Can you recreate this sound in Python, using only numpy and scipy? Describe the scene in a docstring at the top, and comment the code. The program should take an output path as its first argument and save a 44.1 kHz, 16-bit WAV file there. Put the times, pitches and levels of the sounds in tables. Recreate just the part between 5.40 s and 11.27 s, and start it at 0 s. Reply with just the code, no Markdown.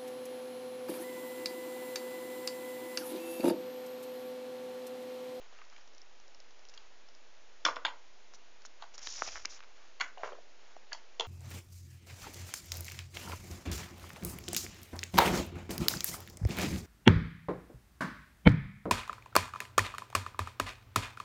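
"""Soft key clacks and small ticks of a phone's case open the scene; loud keys follow after two seconds.
Then a finger slides over the case as the hand-held phone swings, and the case pops and creaks.
Later a key clacks, a wrist knocks on the desk, and two last keys are struck in the small quiet room.
Each blow is a tiny noisy scrape that sets resonances ringing; slide, cloth brushes and hand jolts
are coloured noise that rises and falls. A steady hiss of microphone and room lies under it all."""
import sys
import numpy as np
from scipy import signal
from scipy.fft import rfft, irfft, next_fast_len
from scipy.io import wavfile
from scipy.ndimage import uniform_filter1d, map_coordinates

SR = 44100
rng = np.random.default_rng(int(sys.argv[2]) if len(sys.argv) > 2 else 0)


def digitize_waveform(pressure):
    """Quantize a signal to 16-bit integers and store it at the path in sys.argv[1].

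    Rows of a 2-D input are taken as channels; values are limited to [-1, 1].
    """
    field = np.atleast_2d(pressure).T
    bounded = np.clip(field, -1, 1)
    quanta = np.round(bounded * 32767).astype(np.int16)
    wavfile.write(sys.argv[1], SR, quanta)


def voltage_ratio(decibels):
    """Convert decibels (scalar or array-like) to amplitude ratios, 20 dB per decade."""
    exponent = np.asarray(decibels, float) / 20
    return 10 ** exponent


N = 258867  # samples in the scene

# Every level below comes before the trims and lifts in the functions. Spectrum levels are relative.
# key strokes, one row a key: (rattle f/Hz, snap f/Hz, snap over rattle/dB),
# then its contacts: (t/s, clack level/dB, clack f/Hz, rattle over clack/dB)
KEY_STROKES = [((2740, 5000, -22), [(0.014, -53, 510, -0.5), (0.124, -50, 790, -21), (0.186, -47, 1300, -5),
               (0.214, -42, 1230, -21)]), ((2750, 5100, -4), [(0.324, -49, 1390, -14),
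               (0.362, -47, 2370, -10.5), (0.379, -51.5, 1180, -5)]), ((3300, 4400, -0.32),
               [(1.375, -53, 1220, 9)]), ((3500, 5430, -4), [(2.25, -15.5, 1480, -5),
               (2.255, -22, 2350, -13.5), (2.261, -15, 1260, -19), (2.273, -26.5, 970, -10),
               (2.283, -17, 1170, -23), (2.306, -47, 1040, 0), (2.358, -43, 1280, 0),
               (2.364, -23, 995, -22)]), ((3620, 4300, -10.5), [(2.449, -18, 1585, -7),
               (2.454, -27, 880, 2), (2.464, -27.5, 2350, -12), (2.48, -29.5, 880, -17)]),
               ((3800, 4740, -10), [(3.422, -36, 1110, -7.5), (3.434, -39, 1145, -27)]),
               ((2300, 4350, 0.44), [(4.599, -34, 1070, -6.5), (4.606, -23.5, 1570, -11.5),
               (4.61, -22, 1900, -4.5), (4.62, -32.5, 930, -30), (4.633, -46, 1790, -16)]),
               ((3000, 4600, 7.5), [(5.514, -47, 1710, -17), (5.519, -33.5, 1640, -39),
               (5.529, -36.5, 900, 0), (5.546, -38.5, 900, -15)]), ((3420, 5720, -16),
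               [(5.796, -27.5, 645, 4.5), (5.806, -26, 950, 1), (5.817, -34, 1040, -14),
               (5.833, -42, 1180, -22), (5.847, -37, 1150, -10), (5.854, -41, 770, -25),
               (5.861, -59, 1140, -18)])]
# ticks of the phone's case: (t/s, clack level/dB, clack f/Hz, rattle over clack/dB, snap over clack/dB)
CASE_TICKS = [(0.249, -62, 430, -13, -6), (0.298, -59, 423, -9, -4), (0.41, -64, 500, -14, -2),
              (0.475, -62, 595, -12, -1), (0.534, -58.5, 711, -14, -6), (0.548, -55, 680, -23, -8),
              (0.58, -58, 732, -23, 3), (0.616, -69.5, 662, -14, 14.5), (0.799, -55, 590, -14, -7),
              (0.879, -58.5, 517, -18, -1), (0.946, -57.5, 514, -8, -1), (1.001, -54, 501, -10, -1.5),
              (1.107, -55, 600, -15, -9.5), (1.192, -49, 650, -21, -12), (1.251, -61.5, 410, -2.5, 1.5),
              (1.286, -66, 401, -6, 9.5), (1.338, -59, 483, -3, 1), (1.686, -50.5, 637, -19, -10.5),
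              (1.749, -57.5, 480, -13, -2.5), (3.219, -52.5, 1490, -14, -10), (3.539, -49, 501, -19, -16),
              (3.579, -40.5, 1270, -35, -6), (3.671, -27.5, 1710, -13, -12.5), (3.876, -35, 575, -26, -6),
              (4.05, -29, 1550, -35, -26), (4.054, -25.5, 2140, -35, -6.1), (4.679, -52, 900, -12, -11),
              (4.779, -54, 595, -0.5, -17.5), (4.929, -36.5, 504, -24, -41), (5.365, -36, 564, -41, -34)]
# resonances of keyboard and desk: (f/Hz, width/Hz, level/dB)
BOARD_MODES = [(164, 33, 8.5), (304, 120, -6.5), (487, 198, 13), (701, 160, 11.5), (900, 160, 12.5),
               (1150, 990, 4.5), (1482, 177, 8), (1930, 600, 5), (2800, 320, 3), (3230, 420, 6.5),
               (4050, 330, 2.5), (4740, 2600, -5), (5200, 1500, -3.5), (6800, 2000, 3.5)]
# resonances of the phone's case and microphone port: (f/Hz, width/Hz, level/dB)
CASE_MODES = [(278, 170, 7), (665, 530, 10.5), (1340, 1150, 13), (2520, 1750, -3.5), (3730, 770, 0.5),
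              (5270, 3700, -5.5), (7260, 170, -14.5)]
# how long the room takes to die away by 60 dB: (f/Hz, t/s)
ROOM_DECAY = [(250, 0.78), (600, 0.28), (1500, 0.3), (3500, 0.18), (7000, 0.23)]
# the long slide as the phone swings, pausing once: (t/s, hiss level/dB, body level/dB)
SLIDE_LEVELS = [(3.6, -63, -64), (3.63, -46, -59), (3.68, -43.5, -57.5), (3.73, -41, -61), (3.79, -43, -55),
                (3.85, -42.5, -58.5), (3.885, -41.5, -45.5), (3.9, -47, -59.5), (3.96, -46, -54.5),
                (4.04, -58.5, -67.5), (4.08, -67, -59), (4.105, -47, -65), (4.165, -51.5, -61),
                (4.185, -62, -64.5)]
# colour of the skin's hiss: (f/Hz, level/dB)
SKIN_HISS_COLOUR = [(1500, -39.5), (2600, -26.5), (3400, -17), (4300, -15), (5800, -5), (6400, -11),
                    (7000, -10), (9500, -12.5)]
# colour of the case's body sound under the finger: (f/Hz, level/dB)
SKIN_BODY_COLOUR = [(300, -10), (600, 3), (1300, 2), (2300, 3.5), (3500, -1), (5000, -33.5)]
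# short finger rubs on the case: (start t/s, end t/s, hiss level/dB, body level/dB)
FINGER_RUBS = [(1.29, 1.3, -52.5, -78), (1.338, 1.35, -56.5, -73), (2.938, 2.956, -51.5, -72),
               (3.25, 3.263, -46, -66), (3.535, 3.558, -51, -62), (3.578, 3.594, -48, -57.5),
               (4.84, 4.88, -56, -56)]
# sleeve and hand brushing the desk: (start t/s, end t/s, level/dB)
DESK_BRUSHES = [(0, .05, -62), (.1, .24, -64.5), (.3, .41, -66), (1.3, 1.45, -66), (3.39, 3.43, -59.5),
                (4.17, 4.3, -68), (4.35, 4.48, -65), (4.78, 4.9, -58.5), (5.18, 5.33, -66)]
# colour of the brushing: (f/Hz, level/dB)
BRUSH_COLOUR = [(300, -23.5), (700, -1.5), (1300, 4.5), (2500, -2.5), (4000, -5), (7000, -7)]
# jolts of the phone in the hand: (t/s, level/dB)
HAND_JOLTS = [(2.32, -64), (3.68, -68.5), (3.821, -70), (3.96, -59.5), (4.07, -68), (4.65, -84),
              (4.89, -81)]
# colour of jolts and tremor: (f/Hz, level/dB)
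SHAKE_SPECTRUM = [(12, -35.5), (25, 9.5), (50, -1.5), (80, -9.5), (130, -31), (200, -61.5)]
# colour of the microphone and room hiss: (f/Hz, level/dB)
HISS_COLOUR = [(53, -64.5), (90, -15), (106, -28.5), (249, -7.5), (288, -9), (410, -3.5), (615, -3),
               (1010, -5.5), (1110, -6.5), (2600, -7.5), (3620, -10), (6790, -12.5), (7450, -13.5),
               (9680, -65), (16400, -120)]
# the phone's band limit with a weak leak above it: (f/Hz, level/dB)
PHONE_BAND = [(20, 1.5), (7000, 1.5), (7400, -15), (7900, -21.5), (8500, -36), (9100, -38), (9400, -80)]
# creaks, each a row of even slips: (first slip t/s, end limit t/s, gap t/s, middle level/dB, clack f/Hz)
CASE_CREAKS = [(3.957, 3.98, 0.0065, -33.5, 1660), (4.179, 4.21, 0.013, -45.5, 2450),
               (4.228, 4.249, 0.008, -45.5, 2200)]
# sharp pops, a seam of the case letting go at once: (t/s, level/dB, f/Hz, snap over pop/dB)
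CASE_POPS = [(2.937, -48, 1300, 15), (3.251, -40.5, 1420, 6), (3.821, -19.5, 1300, -20)]
# wrist knocks that make the keyboard shudder: (t/s, level/dB, f/Hz, upper ring over knock/dB)
WRIST_KNOCKS = [(4.773, -41, 716, -18), (4.833, -32, 563, 0.7), (4.842, -39, 510, 1.5),
                (4.859, -38, 570, -9), (4.875, -47.5, 570, 3), (4.889, -47, 593, 5.5), (4.92, -43, 526, -2),
                (4.951, -50.5, 486, 1), (4.985, -48.5, 604, -10)]

BLOW_SAMPLES = 16384  # room for one blow and its echo
THUD_HZ = 304.4  # the low thud in every blow
CASE_RATTLE_HZ, CASE_SNAP_HZ = 2990, 5640


def unit(x):
    """Scales a sound to rms 1."""
    return x / np.sqrt(np.mean(x ** 2) + 1e-20)


def along(points, hz):
    """Reads a (f/Hz, value) table on a log pitch axis; the end values hold beyond the ends."""
    f, value = np.transpose(points)
    return np.interp(np.log(hz + 1), np.log(f + 1), value)


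def curves(rows):
    """Draws each level column over time, at -120 dB outside its rows."""
    s, *columns = np.transpose(rows)
    t = np.arange(N) / SR
    return [np.interp(t, s, column, -120, -120) for column in columns]


def strokes(rows, attack_s, release_s):
    """Rise, hold, then an exponential fade; one envelope for each level column."""
    t = np.arange(N) / SR
    total = 0
    for start, end, *db in rows:
        rise = np.clip((t - start) / attack_s, 0, 1)
        fade = np.exp(-np.maximum(t - end, 0) / release_s)
        total = total + voltage_ratio(np.array(db))[:, None] * rise * fade
    return total


def wobble(rate):
    """A smooth random curve through `rate` chance values a second."""
    knots = rng.standard_normal(int(N * rate / SR) + 4)
    return map_coordinates(knots, [np.arange(N) * rate / SR])


def coloured(x, spectrum):
    """Filters x through a (f/Hz, level/dB) spectrum."""
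    size = next_fast_len(N + 8192)
    gain = voltage_ratio(along(spectrum, np.fft.rfftfreq(size, 1 / SR)))
    return irfft(rfft(x, size) * gain, size)[:N]


def noise(spectrum, grain_db=0):
    """Coloured noise of rms 1; a fast random flutter of its level makes it grainy."""
    white = rng.standard_normal(N)
    return unit(coloured(white * voltage_ratio(grain_db * wobble(300)), spectrum))


def resonance(f, hz, width):
    """A causal resonance with steep skirts."""
    return (1j * f * width / (hz * hz - f * f + 1j * f * width)) ** 2


def echo_tail():
    """A fresh random room answer of energy 1, each frequency dying at its own speed."""
    hz, t, z = signal.stft(rng.standard_normal(BLOW_SAMPLES), SR, nperseg=256)
    fade = voltage_ratio(-60 * t / along(ROOM_DECAY, hz)[:, None])
    tail = signal.istft(z * fade, SR, nperseg=256)[1][:BLOW_SAMPLES]
    tail *= 1 - np.exp(-np.arange(BLOW_SAMPLES) / SR / 0.00035)  # a very quick fade-in
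    return tail / np.linalg.norm(tail)


def short_scrape(scrape_ms):
    """A burst of noise that swells for scrape_ms and dies, with an evened-out spectrum."""
    u = np.arange(BLOW_SAMPLES) / SR * 1000 / scrape_ms
    burst = rfft(rng.standard_normal(BLOW_SAMPLES) * u * np.exp(-u))
    even = irfft(burst / uniform_filter1d(abs(burst), size=150), BLOW_SAMPLES)
    return rfft(even * (u < 12))


def contacts(table, modes, scrape_ms, spread, thud_db, treble_db, own_db, sharpness, room_db):
    """Each blow is a scrape: the struck part rings at its own pitches, the body at resonances nearby.

    table: (t/s, clack level/dB, clack f/Hz, rattle f/Hz, rattle/dB, snap f/Hz, snap/dB); spread in octaves.
    """
    out = np.zeros(N + BLOW_SAMPLES)
    f = np.fft.rfftfreq(BLOW_SAMPLES, 1 / SR)
    hz, width, level_db = np.array(modes).T[:, :, None]
    signs = (-1) ** np.arange(len(hz))[:, None]  # neighbours move in opposite directions
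    rings = voltage_ratio(level_db) * resonance(f, hz, width) * signs
    for s, db, clack_hz, rattle_hz, rattle_db, snap_hz, snap_db in table:
        scrape = short_scrape(scrape_ms)
        strengths = voltage_ratio(3.5 * rng.standard_normal(len(hz)))
        push_db = thud_db + 0.47 * db  # harder blows have more thud
        parts = [(THUD_HZ, push_db), (clack_hz, 0),
                 (rattle_hz, rattle_db + treble_db), (snap_hz, snap_db + treble_db)]
        blow = to_walls = 0
        for centre_hz, part_db in parts:
            octaves = np.log2(hz[:, 0] / centre_hz)
            near = 1 / (1 + (octaves / spread) ** 4)
            own = voltage_ratio(own_db) * resonance(f, centre_hz, 90 + centre_hz / sharpness)
            body = near * strengths @ rings
            peak = abs(irfft(scrape * (body + own), BLOW_SAMPLES)).max()
            force = voltage_ratio(db + part_db) * scrape / peak
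            blow = blow + force * (body + own)
            # the small part beams forward, so the walls hear mostly the body
            to_walls = to_walls + force * (body + 0.37 * own)
        echo = to_walls * voltage_ratio(room_db) * rfft(echo_tail())
        out[round(s * SR):][:BLOW_SAMPLES] += irfft(blow + echo, BLOW_SAMPLES)
    return out[:N]


def background_hiss():
    """Microphone and room hiss: steady coloured noise."""
    return voltage_ratio(-64.5) * noise(HISS_COLOUR)


def hand_tremor():
    """Low noise from the hand: a faint wavering tremor, with jolts that swell and fade."""
    t = np.arange(N) / SR
    jolts = sum(voltage_ratio(db) * np.exp(-abs(t - s) / 0.05) for s, db in HAND_JOLTS)
    tremor = voltage_ratio(-82.5 + 0.5 * wobble(4.9))
    return (jolts + tremor) * noise(SHAKE_SPECTRUM)


def desk_brushing():
    """Sleeve and hand rub the desk: grainy noise in soft strokes."""
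    envelope = strokes(DESK_BRUSHES, attack_s=0.022, release_s=0.049)[0]
    return envelope * noise(BRUSH_COLOUR, grain_db=-1.5)


def finger_on_case():
    """Skin friction makes a grainy hiss and a lower body sound, in short rubs and one long slide."""
    rubs = strokes(FINGER_RUBS, attack_s=0.006, release_s=0.0026)
    hiss, body = rubs + voltage_ratio(np.array(curves(SLIDE_LEVELS)))
    skin_hiss = hiss * noise(SKIN_HISS_COLOUR, grain_db=1.7)
    return skin_hiss + body * noise(SKIN_BODY_COLOUR, grain_db=3.5)


def case_pops():
    """One abrupt push into the whole case, hardly any ring; a creak is a quick row of small ones."""
    creak_snap_db, slip_scatter_db = -20, 2.5
    slips = []
    for first, last, gap, db, hz in CASE_CREAKS:
        for s in np.arange(first, last, gap):
            slip_db = db + slip_scatter_db * rng.standard_normal()
            slips.append((s, slip_db, hz, creak_snap_db))
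    table = [(s, db, hz, CASE_RATTLE_HZ, -24, CASE_SNAP_HZ, snap_db)
             for s, db, hz, snap_db in list(CASE_POPS) + slips]
    return contacts(table, CASE_MODES, scrape_ms=0.068, spread=0.99, thud_db=-15, treble_db=-12,
                    own_db=9, sharpness=4.4, room_db=-16)


def case_ticks():
    """Plastic ticks right at the microphone, almost dry; their high pitches vary by chance."""
    s, db, hz, rattle_db, snap_db = np.transpose(CASE_TICKS)
    scatter = [0.061, 0.031]  # of rattle and snap pitch, as natural logs
    rattle, snap = np.exp(rng.standard_normal((len(s), 2)) * scatter).T
    table = zip(s, db, hz, CASE_RATTLE_HZ * rattle, rattle_db, CASE_SNAP_HZ * snap, snap_db)
    ticks = contacts(table, CASE_MODES, scrape_ms=0.65, spread=0.32, thud_db=-13.0, treble_db=15.0,
                     own_db=5.5, sharpness=14.8, room_db=-22)
    return voltage_ratio(-5.5) * ticks


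def desk_knocks():
    """The wrist's soft blows: each rings broadly and wakes mainly the resonances near its pitches."""
    ring_hz, edge_hz, edge_db = 1217, 2450, -15
    table = [(s, db, hz, ring_hz, ring_db, edge_hz, edge_db) for s, db, hz, ring_db in WRIST_KNOCKS]
    return contacts(table, BOARD_MODES, scrape_ms=0.58, spread=0.27, thud_db=-11, treble_db=2,
                    own_db=15.5, sharpness=4.3, room_db=-2)


def keyboard():
    """Keys bottom out and spring back at arm's length, in the room."""
    table = []
    for (rattle_hz, snap_hz, over_db), hits in KEY_STROKES:
        for s, db, hz, rattle_db in hits:
            table.append((s, db, hz, rattle_hz, rattle_db, snap_hz, rattle_db + over_db))
    keys = contacts(table, BOARD_MODES, scrape_ms=0.97, spread=0.66, thud_db=-16.0, treble_db=5.0,
                    own_db=16, sharpness=18.4, room_db=-5.0)
    return voltage_ratio(-4.5) * keys


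def scene():
    """All sources add up at one microphone."""
    handling = hand_tremor() + desk_brushing() + finger_on_case()
    case = case_pops() + case_ticks()
    mix = background_hiss() + handling + case + desk_knocks() + keyboard()
    return mix[None]


def band_limit(x):
    """A steep low-pass at the top of the band."""
    return signal.sosfilt(signal.butter(12, 7600, fs=SR, output="sos"), x)


def record(dry):
    """The phone limits the band, and its converter adds a small steady offset."""
    mix = coloured(dry[0], PHONE_BAND) + 0.0047
    return band_limit(mix[None])


dry = scene()
out = record(dry)
digitize_waveform(out)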